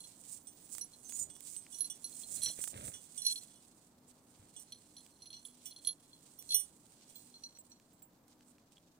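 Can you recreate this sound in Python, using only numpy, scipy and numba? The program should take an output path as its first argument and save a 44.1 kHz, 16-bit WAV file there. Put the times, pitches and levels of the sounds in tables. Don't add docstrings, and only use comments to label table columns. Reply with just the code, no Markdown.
import sys
import numpy as np
from scipy import signal
from scipy.fft import rfft, irfft, next_fast_len
from scipy.io import wavfile
from scipy.ndimage import uniform_filter1d
from numba import njit

SR = 44100
rng = np.random.default_rng(int(sys.argv[2]) if len(sys.argv) > 2 else 0)


def to_wav(s):
    ch = np.atleast_2d(s).T
    pcm = np.round(np.clip(ch, -1, 1) * 32767)
    wavfile.write(sys.argv[1], SR, pcm.astype(np.int16))


N = 396452

# (frequency [Hz], relative density [dB per Hz])
TOWN_SPECTRUM = [(20, -13), (60, -8), (170, 0.5), (293, -1), (388, -6.5), (923, -12), (2460, -28.5),
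                 (5230, -44.5), (12400, -27), (15500, -31)]
# (time [s], level [dB])
TOWN_LEVEL = [(0, -67.2), (3, -67.5), (4, -68.6), (9, -69.5)]
# (frequency [Hz], correlation [-1 to 1])
TOWN_LIKENESS = [(60, 0.89), (300, 0.95), (700, 0.6), (1500, 0.11)]
# (frequency [Hz], left minus right [dB])
TOWN_PAN = [(1500, 0.7), (4400, -1), (8000, -4)]
# (frequency [Hz], width [Hz], level [dB])
HUM = [(248, 5, -77), (297, 9, -79)]

# (frequency [Hz], relative density [dB per Hz])
CLOTH_SPECTRUM = [(1200, -33.5), (2500, -24), (5330, -17), (8160, -0.5), (9560, -4), (12900, -29),
                  (14900, -2.5), (16000, -20.5)]
# (peak time [s], peak level [dB], rise [s per 10 dB], fall [s per 10 dB])
SWISHES = [(0.207, -54, 0.011, 0.015), (0.327, -48, 0.071, 0.057), (0.653, -58.5, 0.079, 0.02),
           (0.73, -44.2, 0.025, 0.062), (1.15, -50, 0.11, 0.06), (1.201, -38.5, 0.03, 0.03),
           (1.508, -47.1, 0.073, 0.061), (1.733, -52.3, 0.03, 0.185), (2.198, -48.2, 0.129, 0.088),
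           (2.351, -41.3, 0.062, 0.048), (2.436, -41.7, 0.032, 0.094), (2.637, -41.7, 0.061, 0.029),
           (2.676, -42.2, 0.008, 0.029), (2.891, -50.1, 0.165, 0.101), (3.322, -47.2, 0.141, 0.081),
           (4.083, -60.3, 0.008, 0.027), (4.313, -63.4, 0.031, 0.027), (4.624, -59.3, 0.067, 0.012),
           (5.073, -63.2, 0.094, 0.018), (5.462, -57, 0.03, 0.06), (5.663, -56, 0.032, 0.031),
           (5.881, -56.0, 0.062, 0.039), (6.355, -65.8, 0.359, 0.049), (6.55, -51.5, 0.089, 0.084),
           (7.1, -58.6, 0.012, 0.034), (7.154, -60.4, 0.013, 0.17), (7.649, -65.0, 0.01, 0.043),
           (8.284, -72.5, 0.017, 0.078), (8.499, -68.2, 0.061, 0.043), (8.716, -74.1, 0.008, 0.194)]
# (time [s], level [dB])
RUSTLE_BED = [(0, -57), (.45, -78), (1.0, -64), (1.65, -66.5), (2.0, -72), (3.5, -67), (3.87, -70),
              (3.96, -80), (4.05, -80), (4.4, -70.5), (5.3, -71), (6.2, -78), (7.0, -69), (7.75, -80),
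              (7.93, -76), (8.1, -86)]
# (time [s], left minus right [dB])
RUSTLE_PAN = [(0, -19), (3.5, -16), (9, -13)]

# (time [s], strength [dB], hardness [dB per octave], spot struck [-1 to 1])
FIRST_HITS = [(0.004, -47.9, -0.2, -0.36), (0.039, -50.5, -3.3, -0.22), (0.811, -40.6, 18.1, 0.69),
              (0.933, -56, -8, 0), (1.744, -44.1, 12.8, 0.25), (1.785, -46.1, 9.9, -0.03),
              (1.8056, -34, 9.9, -0.04), (1.843, -38.9, 6.6, 0.06), (2.0426, -38, 10, 0.35),
              (2.125, -57, -10, 0), (2.234, -52.8, -19.5, -0.2), (2.3695, -44.5, 0.7, 0.05),
              (2.418, -34.8, 0.8, -0.13), (2.4327, -29.2, 7.7, 0.22), (2.459, -27.8, -2.6, 0.23),
              (2.484, -35.1, -3.8, 0.37), (2.51, -44.7, -0.7, -1.0), (3.218, -42, 8.9, 0.11),
              (3.249, -35.6, 6.9, 0.46), (3.2645, -24.7, 3.3, -0.0), (3.298, -35.3, -0.9, 0.37),
              (3.31, -35.7, -2.2, 0.22), (3.323, -35.5, 0.4, -0.3), (3.3574, -44.7, -15.7, -0.02),
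              (3.377, -43.1, 0.8, 0.09), (4.721, -42.2, -6.4, 0.12), (4.966, -44.0, -3.4, -0.17),
              (5.22, -47.7, -2.2, 0.21), (5.257, -48.3, -0.2, 0.15), (5.303, -48.7, -3.7, -0.27),
              (5.329, -50, -15, 0.5), (5.366, -54, -5, 0.9), (5.45, -45.5, -1.8, -0.67),
              (5.709, -48.4, -2.4, -0.15), (5.762, -47, -8.4, -0.25), (5.848, -40.0, -4.0, -0.27),
              (5.8714, -27.5, 2.5, -0.43), (5.89, -33.9, -1.9, -0.57), (6.13, -61, -14, -0.2),
              (6.4905, -43.7, 3.1, 0.32), (6.5056, -34.9, -5.2, -0.22), (6.5184, -31.4, -3.0, -0.11),
              (6.5335, -34.4, 0.3, -0.28), (7.155, -60, -12, 0), (7.34, -59, -12, 0.2),
              (7.436, -43.5, -1.6, 0.5), (7.55, -64, 0, 0.9), (7.716, -64, -3, 0.9)]
# (time [s], pitch shift [%], mean phase at the left microphone [rad])
FIRST_TURN = [(1.8, .1, -1.5), (2.04, .4, -1.6), (2.43, -.4, .6), (3.26, -.15, 2.4), (4.72, .3, 1.0),
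              (5.87, .35, -1.3), (6.5, .5, -2.3)]
FIRST_HZ = [10435, 4180, 5888, 3370]
# (t60 [s], left minus right [dB], relative level [dB], gain per unit of spot [dB])
FIRST_MODES = [(0.072, -11.5, -1, -8), (0.096, -1, -2.5, 5.5), (0.12, -10.5, -9.5, 14),
               (0.026, -5, -9.5, -12)]
# (leading mode [index], frequency [Hz], t60 [s], relative level [dB])
FIRST_MATES = [(0, 11210, .08, -13), (0, 10390, .06, -9)]
# (time [s], strength [dB], hardness [dB per octave], spot struck [-1 to 1])
SECOND_HITS = [(0.47, -49, 4, -0.26), (1.0936, -50.1, -2.7, -0.23), (1.2994, -50.7, -8.8, -0.59),
               (1.351, -49.8, -4.1, -0.16), (1.564, -49, 8, -0.6), (1.724, -45.9, -6.0, -0.26),
               (1.8992, -37.3, -0.7, 0.06), (2.424, -40.5, 5.3, -0.16), (2.616, -44.1, 8.2, -0.17),
               (2.937, -42.4, -6.0, -0.06), (3.1765, -38.4, -1.7, -0.34), (3.505, -59, -6, -0.2),
               (3.556, -57, -3, 0), (4.563, -47.5, -11.2, -0.54), (4.5935, -49.7, 4.8, 0.2),
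               (5.34, -52, -8, 0.2), (5.656, -44.4, -0.2, 0.52), (6.388, -53.6, 5.3, 1.0),
               (6.5434, -26, 5.8, 0.62), (6.5624, -30, 4.4, 0.67), (6.595, -38, 7.4, 0.25),
               (7.089, -62, -4, 0.3)]
SECOND_HZ = [9326, 8190, 5819, 6247, 14130, 3395]
# (t60 [s], left minus right [dB], relative level [dB], gain per unit of spot [dB])
SECOND_MODES = [(.17, -26, -2.5, .7), (.14, -14, -4.5, -21), (.15, -5, -9.5, 9), (.25, -9, -13.5, -7),
                (.1, -16, -14, 15), (.22, -7, -16, 7.5)]
# (leading mode [index], frequency [Hz], t60 [s], relative level [dB])
SECOND_MATES = [(5, 2961, .25, -7)]
# (time [s], strength [dB], hardness [dB per octave])
FAR_HITS = [(5.655, -53, 1), (7.156, -65.5, 13), (7.586, -52, -4.5), (7.696, -63, -2.5), (7.929, -65, -3),
            (8.0224, -57, 3)]
FAR_HZ = [15200, 7650]
# (t60 [s], left minus right [dB])
FAR_MODES = [(.15, -14), (0.198, -9)]
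# (leading mode [index], frequency [Hz], t60 [s], relative level [dB])
FAR_MATES = [(1, 10550, .1, -9)]

# (time [s], pitch [Hz], level before panning [dB])
WHISTLES = [
    [(1.05, 6250, -57), (1.095, 6200, -60), (1.103, 6550, -58), (1.162, 6930, -43), (1.182, 7040, -68),
     (1.2, 7050, -40), (1.245, 6970, -49), (1.29, 6960, -68)],
    [(.43, 14900, -72), (.48, 15400, -72), (.6, 15400, -71), (.71, 15550, -69)],
    [(1.14, 8300, -60), (1.24, 8300, -47), (1.27, 8370, -65)],
]
# (time [s], crisp strength [dB], dull strength [dB])
SNAPS = [(0.692, -50, -56), (0.7507, -39, -51), (0.7826, -36, -47), (1.094, -36, -47), (1.1233, -39, -51),
         (1.303, -55, -43), (1.3653, -46, -58), (1.4062, -40, -44), (1.666, -60, -40), (2.6401, -30, -50),
         (2.676, -33, -52), (5.064, -54, -40), (6.425, -44, -50), (7.573, -60, -42), (7.799, -66, -46),
         (8.021, -60, -48), (8.281, -56, -52), (8.408, -66, -45), (8.5829, -66, -46), (8.7214, -56, -55)]
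# (start [s], hold [s], coarse level [dB], grit level [dB])
CRUNCHES = [(1.19, .11, -67, -86), (2.3, .15, -65, -77), (2.465, .015, -59, -61), (2.591, .003, -58, -59),
            (2.74, .15, -54, -64.5), (2.92, .04, -69, -72), (4.398, .08, -72, -80)]
# (frequency [Hz], relative density [dB per Hz])
CRUST_SPECTRUM = [(25, -27), (64, 0), (130, 1), (300, -9.5), (600, -11.5), (1400, -24)]
# (time [s], starting level [dB], pitch [Hz], t60 [s])
THUDS = [(1.666, -45.5, 2280, 0.0054), (2.501, -44, 587, 0.012), (2.59, -37, 363, 0.0096),
         (4.396, -54, 96.5, 0.13), (8.77, -52.5, 3280, 0.017), (8.781, -54, 3300, 0.016)]

PIVOT_HZ = 6000
CONTACT_S, LEFT_PHASE_RAD = .001, 1.8
CHOKE, SECOND_CHOKE, BOUNCE_CHOKE = .6, .8, .73
BOUNCE_DB, SWING_S = -7, .02
SETTLE_DB, SETTLE_S = -63, .15
FREE_S, FUR_T60_S = .035, .075
CLINK_DB, TICK_DB, TICK_S = -4.5, -1, .0012
CRUNCH_RISE_S, CRUNCH_FALL_S = .012, .016
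BOOT_LAG_S = .0005
TOP_HZ = 15850


def undb(db):
    return 10 ** (np.asarray(db) / 20)


def curve(rows):
    time_s, *columns = np.transpose(rows)
    return [np.interp(np.arange(N) / SR, time_s, column) for column in columns]


def over_hz(points, size):
    hz, value = np.transpose(points)
    bin_hz = np.maximum(np.arange(size // 2 + 1) * SR / size, 1)
    return np.interp(np.log(bin_hz), np.log(hz), value)


def colour(x, points):
    size = 8192
    cepstrum = irfft(np.log(undb(over_hz(points, size))), size)
    cepstrum[1:size // 2] *= 2
    cepstrum[size // 2 + 1:] = 0
    response = irfft(np.exp(rfft(cepstrum)), size)[:size // 2]
    return signal.oaconvolve(np.atleast_2d(x), response[None], axes=1)[:, :N].squeeze()


def band(x, lo_hz, hi_hz):
    return signal.sosfilt(signal.butter(3, [lo_hz, hi_hz], "band", fs=SR, output="sos"), x)


def unit(x, lo_hz, hi_hz):
    return x / np.std(band(x[:2 * SR], lo_hz, hi_hz))


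def walk(count):
    step = SR // count
    levels = np.repeat(rng.standard_normal(N // step + 1), step)
    return 0.81 * uniform_filter1d(uniform_filter1d(levels, step), step)[:N]


def grains(count, spread_db):
    place, sign, rarity = rng.random((count * N // SR, 3)).T
    size_db = np.minimum(-spread_db * np.log(rarity + 1e-9), 5 * spread_db)
    return np.bincount((place * N).astype(int), np.sign(sign - .5) * undb(size_db), N)


def decay(impulses, time_s):
    return signal.lfilter([1], [1, -np.exp(-1 / (time_s * SR))], impulses)


def tent_db(start, end, db, rise, fall):
    t, power = np.arange(0, N, 32) / SR, 1e-14
    for a, b, top, up, down in np.broadcast(start, end, db, rise, fall):
        drop = np.maximum(np.maximum((a - t) / up, (t - b) / down), 0)
        power = power + undb(2 * (top - 10 * drop))
    return np.interp(np.arange(N) / SR, t, 10 * np.log10(power))


def town():
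    size = next_fast_len(N)
    like = np.clip(over_hz(TOWN_LIKENESS, size), -.99, .99)
    mid, side = rfft(colour(rng.standard_normal((2, N)), TOWN_SPECTRUM), size)
    wide = side * np.sqrt((1 - like) / (1 + like))
    tilt = undb(over_hz(TOWN_PAN, size) / 2)
    air = irfft([(mid + wide) * tilt, (mid - wide) / tilt], size)[:, :N]
    level_db = curve(TOWN_LEVEL)[0] + 1.2 * walk(count=2)
    air *= undb(level_db) / np.std(band(air.mean(axis=0), 45, 2500))
    for hz, width_hz, db in HUM:
        note = band(rng.standard_normal(N), hz - width_hz / 2, hz + width_hz / 2)
        air += undb(db) * note / note.std()
    return air


def rustle():
    peak_s, db, rise, fall = np.transpose(SWISHES)
    swish_power = undb(2 * tent_db(peak_s, peak_s, db, rise, fall))
    level_db = 10 * np.log10(swish_power + undb(2 * curve(RUSTLE_BED)[0]))
    shared = grains(count=3000, spread_db=3.5)
    grip = undb(3.5 * walk(count=90))
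    patchy = undb(3 * walk(count=30))
    out = []
    for fine_db, body_db in ((curve(RUSTLE_PAN)[0], -3), (0, 0)):
        slips = (grains(count=8000, spread_db=3.5) + 0.51 * shared) * grip
        slips = colour(slips, CLOTH_SPECTRUM)
        fine = unit(band(slips, 5150, 13900), 7180, 8056)
        body = unit(band(slips, 1200, 5150) * patchy, 4830, 5910)
        body *= undb(body_db - 76.5 + 0.41 * (level_db + 66.5))
        out.append(undb(level_db + fine_db) * fine + body)
    return np.array(out)


@njit
def ring(push, keep, pole, contact):
    y, z, a = np.empty(len(push), np.complex128), 0j, 0j
    for i in range(len(push)):
        a = a * pole * contact + (1 - contact) * push[i] + 1e-18
        z = z * pole * keep[i] + a
        y[i] = z
    return y


def mode(push, keep, hz, t60_s):
    pole = np.exp((2j * np.pi * hz - np.log(1000) / t60_s) / SR)
    return ring(push, keep, pole, np.exp(-1 / (CONTACT_S * SR)))


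def damping(at, bounce, free_s, choke):
    loss = np.zeros(N)
    loss[at], loss[bounce] = np.log(np.clip([choke, BOUNCE_CHOKE], .01, 1))
    last = np.maximum.accumulate(np.bincount(at, at, N))
    on_fur = np.arange(N) - last > free_s * SR
    loss -= on_fur * np.log(1000) / (FUR_T60_S * SR)
    return np.exp(uniform_filter1d(loss, size=40))


def clink(at, bounce, size, swing):
    bounce_size = (swing * size).max(axis=1) * rng.random(len(bounce))
    blows = np.bincount(at, size, N) + np.bincount(bounce, bounce_size, N)
    edge = decay(blows, TICK_S) * rng.standard_normal(N)
    wash = decay(blows, .0035) * rng.standard_normal((2, N))
    out = band(edge, 2500, 12000) * undb([[TICK_DB - 8], [TICK_DB]])
    return out + band(wash, 2800, 4600) * undb([[-3], [0]])


def tag(hits, freqs, modes, mates, count, free_s, choke, shift_pct=0, phase=LEFT_PHASE_RAD):
    hits, modes, out = np.array(hits), np.array(modes), np.zeros((2, N))
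    at = (hits[:, 0] * SR).astype(int)
    fed_db = hits[:, 1:2] + hits[:, 2:3] * np.log2(np.array(freqs) / PIVOT_HZ)
    if hits.shape[1] > 3:
        fed_db += modes[:, 2] + hits[:, 3:] * modes[:, 3]
    bounce = rng.integers(0, N, count * N // SR)
    keep = damping(at, bounce, free_s, choke)
    since_s = (bounce[:, None] - at) / SR
    swing = (since_s > 0) * np.exp(-np.abs(since_s) / SWING_S)
    settle = undb(np.minimum(SETTLE_DB - hits[:, 1], -11))
    swing += settle * np.exp(-np.abs(since_s) / SETTLE_S)
    turn = np.exp(1j * (phase + .5 * walk(count=6)))
    shift_s = np.cumsum(np.zeros(N) + shift_pct / 100) / SR
    for k, (hz, t60_s, side_db) in enumerate(zip(freqs, modes[:, 0], modes[:, 1])):
        push = np.zeros(N, complex)
        push[at] = undb(fed_db[:, k])
        chance = rng.standard_normal((len(bounce), 2)).T
        bounce_size = (swing * push[at]).max(axis=1) * undb(BOUNCE_DB)
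        push[bounce] += bounce_size * (chance[0] + 1j * chance[1])
        z = mode(push, keep, hz, t60_s)
        z *= np.exp(2j * np.pi * hz * shift_s)
        for lead, mate_hz, mate_t60_s, mate_db in mates:
            if k == lead:
                z += undb(mate_db) * mode(push, keep, mate_hz, mate_t60_s)
        z *= 2 / np.maximum(np.abs(1 + undb(side_db) * turn), .9)
        out[0] += undb(side_db) * (turn * z).imag
        out[1] += z.imag
    return out + clink(at, bounce, undb(fed_db[:, 1] + CLINK_DB), swing)


def first_tag():
    shift_pct, phase = curve(FIRST_TURN)
    return tag(FIRST_HITS, FIRST_HZ, FIRST_MODES, FIRST_MATES, count=110, free_s=FREE_S,
               choke=CHOKE, shift_pct=shift_pct, phase=phase)


def second_tag():
    return tag(SECOND_HITS, SECOND_HZ, SECOND_MODES, SECOND_MATES, count=12, free_s=.16,
               choke=SECOND_CHOKE)


def whistles():
    out = np.zeros(N)
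    for rows in WHISTLES:
        hz, db = curve(rows)
        first_s, last_s = rows[0][0], rows[-1][0]
        on = np.interp(np.arange(N) / SR, [first_s - .008, first_s, last_s, last_s + .008], [0, 1, 1, 0])
        level = undb(db + 4 * walk(count=60) + 3 * walk(count=300))
        cycles = np.cumsum(hz + 30 * walk(count=150)) / SR
        out += on * level * np.sin(2 * np.pi * cycles)
    return out * undb([[-6], [7]])


def snaps():
    time_s, crisp_db, dull_db = np.transpose(SNAPS)
    at = (time_s * SR).astype(int)

    def burst(db):
        return decay(np.bincount(at, undb(db), N), .0015) * rng.standard_normal(N)

    hiss = unit(colour(rng.standard_normal(N), CLOTH_SPECTRUM), 2000, 15000)
    crisp = hiss * np.abs(burst(crisp_db - 7))
    dull = band(burst(dull_db - 9), 1250, 6000)
    return crisp * undb([[-6], [10.5]]) + dull


def boots():
    start, hold, coarse_db, grit_db = np.transpose(CRUNCHES)

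    def shape(db):
        return undb(tent_db(start, start + hold, db, CRUNCH_RISE_S, CRUNCH_FALL_S))

    lower, upper = (unit(colour(grains(count=500, spread_db=1.5), CRUST_SPECTRUM), 51, 400)
                    for _ in range(2))
    coarse = band(lower, 25, 900) + 1.6 * band(upper, 400, 1500)
    grit = unit(band(grains(count=1200, spread_db=4.5), 1000, 3800), 1700, 2600)
    right = shape(coarse_db) * coarse + shape(grit_db) * grit
    left = np.roll(right, int(BOOT_LAG_S * SR)) * undb(-1)
    out = np.array([left, right])
    t = np.arange(SR // 10) / SR
    for time_s, db, hz, t60_s in THUDS:
        k = int(time_s * SR)
        out[:, k:k + len(t)] += undb(db) * np.sin(2 * np.pi * hz * t) * 1000 ** (-t / t60_s)
    return out


def far_tag():
    return tag(FAR_HITS, FAR_HZ, FAR_MODES, FAR_MATES, count=30, free_s=.07, choke=CHOKE)


def scene():
    tags = first_tag() + second_tag() + far_tag()
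    return town() + rustle() + tags + whistles() + snaps() + boots()


def record(dry):
    return signal.sosfilt(signal.ellip(10, .3, 80, TOP_HZ, fs=SR, output="sos"), dry)


dry = scene()
out = record(dry)
to_wav(out)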